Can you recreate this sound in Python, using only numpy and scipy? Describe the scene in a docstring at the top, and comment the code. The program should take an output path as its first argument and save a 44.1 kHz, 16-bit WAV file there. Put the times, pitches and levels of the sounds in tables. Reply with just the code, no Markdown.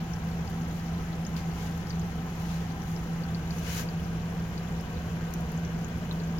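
"""A small top-loading washing machine fills in a camper, over the steady hum and rumble of a six-bladed fan.
From the start, thin streams plunge into the half-full tub: a dense wash of bubbles, coloured by the tub.
Fine spray patters around them, and drops plink (a ringing bubble) or tick (a bright click on plastic).
Between about 0.7 and 4 s the inlet spurts several times, the last and strongest made of overlapping swells;
hiss and splash are filtered random clicks. From 3.0 to 3.7 s the microphone moves to face the tub."""
import sys
import numpy as np
from scipy import signal
from scipy.fft import rfft, irfft
from scipy.io import wavfile

SR = 44100
rng = np.random.default_rng(int(sys.argv[2]) if len(sys.argv) > 2 else 0)


def master_out(mix):
    """Clip the mix to full scale and print it as 16-bit PCM to the path in sys.argv[1]."""
    frames = np.transpose(np.atleast_2d(mix))
    ceiling = np.clip(frames, -1, 1)
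    pcm = np.round(ceiling * 32767).astype(np.int16)
    wavfile.write(sys.argv[1], SR, pcm)


N = 282048
T = np.arange(N) / SR  # time of every sample [s]

# swells of the inlet's spurts, levels before SPURT_DB:
# (time of crest [s], swell [s], fade [s], hiss of the spray [dB], splash on the water [dB])
SPURT_SWELLS = [(0.79, 0.1, .03, -56, -67), (1.367, .008, 0.06, -53, -46), (1.63, 0.17, 0.21, -54.5, -52),
                (2.53, 0.31, 0.16, -56, -52), (2.90, 0.12, .15, -56, -69), (3.59, 0.16, .05, -52.5, -57),
                (3.705, 0.13, 0.12, -46.5, -43.5), (3.793, 0.14, 0.069, -41, -42.5)]
# drops that trap a ringing bubble, before PLINK_DB: (time [s], relative level [dB], starting pitch [Hz])
PLINK_EVENTS = [(0.136, -34.5, 5640), (0.4768, -40, 4690), (1.251, -37, 5260), (1.2665, -32.5, 6500),
                (1.366, -34, 4430), (1.871, -40, 5080), (1.8974, -37, 6000), (1.905, -31, 4700),
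                (1.9954, -37, 6700), (2.8197, -40, 5740), (2.9636, -36.5, 5300), (3.2365, -39, 4500),
                (3.3473, -32.5, 4500), (3.5072, -33, 4460), (3.5843, -35, 6370), (3.8884, -36, 4620),
                (4.578, -36, 4400), (4.9716, -41, 3960), (5.3388, -35.5, 6300), (5.576, -38, 6800),
                (5.65, -37, 6000), (5.8455, -34, 6600), (6.112, -30.5, 3770), (6.2, -38, 4360),
                (6.3844, -39, 5060)]
# drops that hit the plastic, before TICK_DB: (time [s], relative level [dB], pitch [Hz])
TICK_EVENTS = [(0.4993, -42, 10700), (0.6858, -44, 9360), (0.7552, -44, 12100), (1.7759, -42, 12200),
               (2.3984, -44, 11400), (3.9998, -42, 14500), (4.809, -42, 9650), (5.3078, -44, 9120),
               (5.337, -30, 13600), (5.4061, -42, 12100), (5.5174, -38, 12500), (5.8845, -43, 12300),
               (6.1255, -41, 12800)]
# where the microphone is: (time [s], position [0 at the rim .. 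1 facing the tub])
MIC_POSITION = [(0, 0.37), (3.0, 0.082), (3.7, 1), (6.4, 1)]
# air resonances of the tub: (pitch [Hz], width [Hz], gain at the rim [dB], gain facing the tub [dB])
TUB_RESONANCES = [(288, 24, 0, -4.5), (463, 40, -2.5, 2.5), (484, 23, 2.5, 3), (559, 91, -5, -5),
                  (621, 15, -8, 3.5), (719, 16, -2.5, 4.5), (776.6, 28, 9.5, 4), (837, 28, 6.5, -8),
                  (976, 57, 1, 3.5), (1020, 32, 6, 0.5), (1130, 29, -1, 3), (1310, 48, 5.5, -1.5),
                  (1570, 120, 4, 5.5), (1760, 50, 1, -6), (1840, 37, 4, 3), (1935, 30, 5.5, 3),
                  (2120, 63, 3.5, 2), (2460, 87, -3, 0.5), (2960, 110, 0, 2), (3220, 77, 1, 0)]
# spectrum of the plunging water: (frequency [Hz], relative level [dB per Hz])
WASH_SPECTRUM = [(150, -4.5), (300, 3.5), (450, 1.5), (800, -3), (1200, -7), (2000, -11), (3000, -13.5),
                 (4500, -25.5), (7000, -26.5), (16000, -43)]
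# spectrum of the fine spray: (frequency [Hz], relative level [dB per Hz])
SPRAY_SPECTRUM = [(800, -26), (2000, 6), (3500, -0.5), (5000, -2), (7000, 0), (10000, -8), (13000, -6.5),
                  (16000, -6)]
# spectrum of a spurt's hiss: (frequency [Hz], relative level [dB per Hz])
HISS_SPECTRUM = [(1000, -32), (2000, -17), (3200, -2), (5000, -5.5), (7000, 4), (10000, 0.5), (13000, -0.5),
                 (16000, -1.5)]
# spectrum of a spurt's splash: (frequency [Hz], relative level [dB per Hz])
SPLASH_SPECTRUM = [(500, -24), (1150, -1.5), (1700, -3), (2400, -1), (3300, -4.5), (4400, -6),
                   (7000, -10.5), (16000, -26)]
# spectrum of the fan's rumble: (frequency [Hz], relative level [dB per Hz])
RUMBLE_SPECTRUM = [(18, -37), (38, -7.5), (50, -2.5), (62, 5.5), (80, 7), (96, -0.5), (112, 5.5),
                   (130, -4.5), (150, 1), (168, -2), (184, 2.5), (200, -2), (238, -1.5), (285, -14.5),
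                   (600, -51.5)]
# colour of the left microphone port: (frequency [Hz], gain [dB])
LEFT_PORT_COLOUR = [(500, -0.5), (1500, 2), (3000, 1.5), (4600, 4), (6000, 6), (6800, 5.5), (7400, -3.5),
                    (8200, -10.5), (9500, -3), (11200, 0.5), (16000, 2.5)]
# colour of the right microphone port: (frequency [Hz], gain [dB])
RIGHT_PORT_COLOUR = [(500, 0), (1500, -1), (3000, -2), (4600, -1), (6000, -7), (7200, -4.5), (8200, -8.5),
                     (9500, -6.5), (11800, -1.5), (13500, -1.5), (16000, -8)]
# how alike the wash is in the two channels: (frequency [Hz], likeness [-1..1])
CHANNEL_LIKENESS = [(200, 1), (450, 0.96), (750, 1), (1000, 0.42), (1500, 0.29), (2200, -0.023),
                    (3200, -0.45), (8000, 0.5), (16000, 0)]

# fan: tones and rumble
BLADES, BLADE_HZ = 6, 166.95
HUM_DB, SHAFT_DB, RUMBLE_DB = -35.0, -51.5, -37.2
THROB_DB, THROB_PER_S = 1.6, 7  # the blade tone's level wavers a little
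BOOM_HZ, BOOM_WIDTH_HZ, BOOM_DB = 162, 14, -42.5  # just under the hum, so the two beat and the hum throbs
# water: levels before the tub and the microphone colour them
WASH_DB, GURGLE_DB = -44.5, -53.5
SPRAY_DB, DRIP_DB, FIZZ_DB = -54, -65.5, -63
WASH_FACING_DB, SPRAY_FACING_DB = 0.83, -0.7  # change when the microphone faces the tub
SPURT_DB, PLINK_DB, TICK_DB = 1.5, -1.5, 5.5  # added to the levels in the event tables
SPURT_RANGE_DB = 20  # climb during a spurt's swell, and fall during its fade
SLAP_DB = -1  # a large drop's slap, relative to its bubble
# reflections: time to die away by 60 dB, and their level relative to the direct sound
DROP_T60_S, DROP_WET_DB = .05, -2
ROOM_T60_S, ROOM_DB = 0.078, -12
# microphone
RIGHT_LAG_S, CUTOFF_HZ = 0.000098, 15900


def from_db(db):
    """Turn decibels into a gain."""
    return 10 ** (np.asarray(db) / 20)


def rms_one(x):
    """Scale to an average power of 1."""
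    return x / np.sqrt(np.mean(x ** 2) + 1e-20)


def at_hz(points, hz):
    """Read a curve on a log-frequency axis, as pitch is heard."""
    f, value = np.transpose(points)
    return np.interp(np.log(np.maximum(hz, 1)), np.log(f), value)


def drift(rate):
    """Slow random wandering of spread 1, changing about rate times a second."""
    r = np.exp(-80 * np.pi * rate / SR)
    noise = rng.standard_normal(N // 40 + 2002)  # one value for every 40 samples
    slow = signal.lfilter([1], [1, -2 * r, r * r], noise)[2000:]  # skip the filter's start
    return np.interp(np.arange(N) / 40, np.arange(len(slow)), rms_one(slow))


def coloured(x, points, size=8192):
    """Give a sound the listed spectrum, with no sound ahead of its cause (minimum phase)."""
    gains = from_db(at_hz(points, np.fft.rfftfreq(size, 1 / SR)))
    cepstrum = irfft(np.log(gains))
    cepstrum[1:size // 2] *= 2
    cepstrum[size // 2 + 1:] = 0
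    response = irfft(np.exp(rfft(cepstrum)))
    return signal.oaconvolve(np.atleast_2d(x), response[None], axes=1)[:, :N]


def resonance(x, hz, width_hz):
    """Ring at one pitch: a two-pole band-pass with gain 1 on top."""
    r = np.exp(-np.pi * width_hz / SR)
    top = np.array([1, 0, -1]) * (1 - r * r) / 2
    return signal.lfilter(top, [1, -2 * r * np.cos(2 * np.pi * hz / SR), r * r], x + 1e-18)


def add(out, s, sound):
    """Mix a short sound in at time s."""
    i = int(np.clip(s * SR, 0, N - 1))
    out[..., i:i + sound.shape[-1]] += sound[..., :N - i]


def impacts(per_s, spread_db, count=12000):
    """Random clicks like landing droplets, many small and a few large."""
    used = int(np.clip(per_s * N / SR, 1, count))
    when, size, sign = rng.random((count, 3))[:used].T
    clicks = np.zeros(N)
    gain = from_db(-spread_db * np.log(np.maximum(size, .007)))
    clicks[(when * N).astype(int)] = gain * np.sign(sign - .5)
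    return clicks


def scattered(x, t60, wet_db, size=4096):
    """Direct sound plus dense reflections, drawn at random and different at each port."""
    t = np.arange(size) / SR
    echoes = rng.standard_normal((2, size)) * from_db(-60 * t / t60) * (t > .0005)
    response = from_db(wet_db) * echoes / np.sqrt(np.sum(echoes ** 2, axis=1, keepdims=True))
    response[:, 0] = 1  # the direct sound
    return signal.oaconvolve(x[None], response, axes=1)[:, :len(x)]


def bubble(hz, cycles, rise, onset_cycles=0.72, size=2048):
    """A damped sine that swells as the bubble pinches off; rise lifts its pitch as it nears the surface."""
    turns = np.arange(size) / SR * hz
    age = turns / cycles  # at age 1 it has decayed by 60 dB
    level = from_db(-60 * age) * (1 - np.exp(-(turns / onset_cycles) ** 2))
    pitch = hz * (1 + rise * np.minimum(age, 1))
    return level / level.max() * np.sin(2 * np.pi * np.cumsum(pitch) / SR)


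def facing():
    """How far the microphone has moved from the rim towards the tub, 0..1."""
    return np.interp(T, *np.transpose(MIC_POSITION))


def fan(side_db):
    """Steady shaft and blade-passing tones over the rumble of moved air and the cabinet's boom."""
    turns = T * BLADE_HZ / BLADES
    shaft = from_db(SHAFT_DB) * np.sin(2 * np.pi * turns)
    hum_gain = from_db(HUM_DB + THROB_DB * drift(THROB_PER_S))
    blades = hum_gain * np.sin(2 * np.pi * BLADES * turns)
    mid, side = coloured(rng.standard_normal((2, N)), RUMBLE_SPECTRUM)
    side = signal.sosfilt(signal.butter(1, 110, fs=SR, output="sos"), side)
    shared = rms_one(mid) * from_db([[-.9], [.9]])
    opposed = from_db(side_db) * rms_one(side) * [[1], [-1]]  # opposite sign in the two channels
    boom_noise = coloured(rng.standard_normal(N), RUMBLE_SPECTRUM)[0]
    boom = rms_one(resonance(boom_noise, BOOM_HZ, BOOM_WIDTH_HZ))
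    tones = np.sqrt(2) * (shaft + blades)
    return tones + from_db(RUMBLE_DB) * (shared + opposed) + from_db(BOOM_DB) * boom


def small_room(x):
    """A small room's reflections of the water, drawn at random, ripple its spectrum above the bass."""
    bright = signal.sosfilt(signal.butter(2, 900, "high", fs=SR, output="sos"), x)
    # take the direct sound away, so that only reflections are added
    return x + np.array([scattered(port, ROOM_T60_S, ROOM_DB)[0] - port for port in bright])


def tub(x):
    """The air in the tub rings; which resonances stand out depends on where one listens."""
    view = facing()
    out = x.copy()
    for hz, width_hz, rim_db, facing_db in TUB_RESONANCES:
        gain = from_db(rim_db) * (1 - view) + from_db(facing_db) * view
        out += (gain - 1) * resonance(x, hz, width_hz)
    return out


def ticks(cycles):
    """Drops on hard plastic: bright clicks that hardly ring."""
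    out = np.zeros((2, N))
    for s, db, hz in TICK_EVENTS:
        click = bubble(hz, cycles, rise=0, onset_cycles=0.52)
        add(out, s, from_db(db + TICK_DB) * scattered(click, t60=0.022, wet_db=7))
    return out


def plinks(cycles, rise):
    """Large drops: each slaps the surface and leaves one bubble ringing in the tub."""
    out = np.zeros((2, N))
    for s, db, hz in PLINK_EVENTS:
        slap = from_db(SLAP_DB) * bubble(hz, cycles=4, rise=0, onset_cycles=.4)
        drop = slap + bubble(hz, cycles, rise, onset_cycles=1.65)
        add(out, s, from_db(db + PLINK_DB) * scattered(drop, DROP_T60_S, DROP_WET_DB))
    return out


def spray(spectrum, per_s, spread_db, flutter_db, count=14):
    """Fine droplets patter down in many places, each with its own reflections."""
    patter = np.zeros((2, N))
    for _ in range(count):
        patter += scattered(impacts(per_s / count, spread_db), t60=0.038, wet_db=16.5, size=1024)
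    return rms_one(coloured(patter, spectrum)) * from_db(flutter_db * drift(30))


def swell(crest_s, swell_s, fade_s, roundness=1.6):
    """Gain of one swell, which climbs to 1 at the crest and sinks again."""
    away = np.maximum((crest_s - T) / swell_s, (T - crest_s) / fade_s)
    return from_db(-SPURT_RANGE_DB * np.minimum(away, 10) ** roundness)


def spurts():
    """The inlet spits: a dense hiss of spray and a lower splash where it lands; overlaps add in power."""
    power = np.zeros((2, N))
    for s, swell_s, fade_s, hiss_db, splash_db in SPURT_SWELLS:
        power += (from_db([[hiss_db], [splash_db]]) * swell(s, swell_s, fade_s)) ** 2
    hiss_gain, splash_gain = np.sqrt(power)
    hiss = hiss_gain * spray(HISS_SPECTRUM, per_s=9000, spread_db=3.8, flutter_db=0.6)
    splash = splash_gain * spray(SPLASH_SPECTRUM, per_s=6000, spread_db=1.5, flutter_db=1.0)
    return from_db(SPURT_DB) * (hiss + splash)


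def drips(low_hz, high_hz, spread_db, cycles, rise, count):
    """Single bubbles ring at random times and pitches, each with its own reflections."""
    out = np.zeros((2, N))
    for when, size, pitch in rng.random((count, 3)):
        ring = bubble(low_hz * (high_hz / low_hz) ** pitch, cycles, rise, onset_cycles=1.66)
        gain = from_db(-spread_db * np.log(max(size, .04)))
        add(out, when * N / SR, gain * scattered(ring, t60=0.049, wet_db=5.0, size=2048))
    return rms_one(out)


def surface():
    """Around the streams: fine spray, small drips and the fizz of the smallest bubbles bursting."""
    patter = spray(SPRAY_SPECTRUM, per_s=9000, spread_db=2.5, flutter_db=0.46)
    small = drips(2620, 7660, spread_db=5.5, cycles=12, rise=0.34, count=520)
    fizz = drips(6400, 15500, spread_db=1.5, cycles=33, rise=0.044, count=1400)
    return from_db(SPRAY_DB) * patter + from_db(DRIP_DB) * small + from_db(FIZZ_DB) * fizz


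def wash(per_s, spread_db, cycles, churn_db, count=36):
    """Plunging streams trap bubbles of all sizes; long waves reach both ports alike."""
    out = np.zeros((2, N))
    for hz in np.geomspace(200, 7000, count):
        clicks = np.zeros((2, N))
        used = int(np.clip(per_s * N / SR, 1, 12000))
        when, size, sign, turn = rng.random((12000, 4))[:used].T
        kicks = from_db(-spread_db * np.log(np.maximum(size, .01))) * np.sign(sign - .5)
        # the angle between the channels sets how alike they are
        apart = np.arccos(np.clip(at_hz(CHANNEL_LIKENESS, hz), -1, 1)) / 2
        place = 2 * np.pi * turn
        clicks[:, (when * N).astype(int)] = kicks * np.cos([place - apart, place + apart])
        width_hz = np.log(1000) / np.pi * hz / cycles  # decays by 60 dB in the given cycles
        ringing = rms_one(resonance(clicks, hz, width_hz))
        out += np.sqrt(hz) * ringing * from_db(churn_db * drift(7.7))
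    return rms_one(coloured(out, WASH_SPECTRUM))


def plunge():
    """Where the streams enter the water: a dense wash of bubbles and single gurgles."""
    dense = wash(per_s=700, spread_db=1.5, cycles=15, churn_db=0.15)
    bubbles = drips(409.2, 3014, spread_db=1.5, cycles=63, rise=0.097, count=900)
    gurgles = rms_one(coloured(bubbles, WASH_SPECTRUM))
    return from_db(WASH_DB) * dense + from_db(GURGLE_DB) * gurgles


def scene():
    """Water in the tub over the fan, through two ports of unlike colour; sound reaches the left one first."""
    view = facing()
    water = from_db(WASH_FACING_DB * view) * plunge() + from_db(SPRAY_FACING_DB * view) * surface()
    in_tub = tub(small_room(water + spurts()))
    left, right = in_tub + plinks(cycles=20, rise=0.04) + ticks(cycles=3.8)
    ports = np.vstack([coloured(left, LEFT_PORT_COLOUR), coloured(right, RIGHT_PORT_COLOUR)])
    left, right = ports + fan(side_db=-18.0)
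    lag = int(np.clip(RIGHT_LAG_S * SR, 0, N))
    return np.array([left, np.pad(right, (lag, 0))[:N]])


def record(dry):
    """A steep low-pass filter removes the highest treble."""
    return signal.sosfilt(signal.ellip(12, .1, 80, CUTOFF_HZ, fs=SR, output="sos"), dry)


dry = scene()
out = record(dry)
master_out(out)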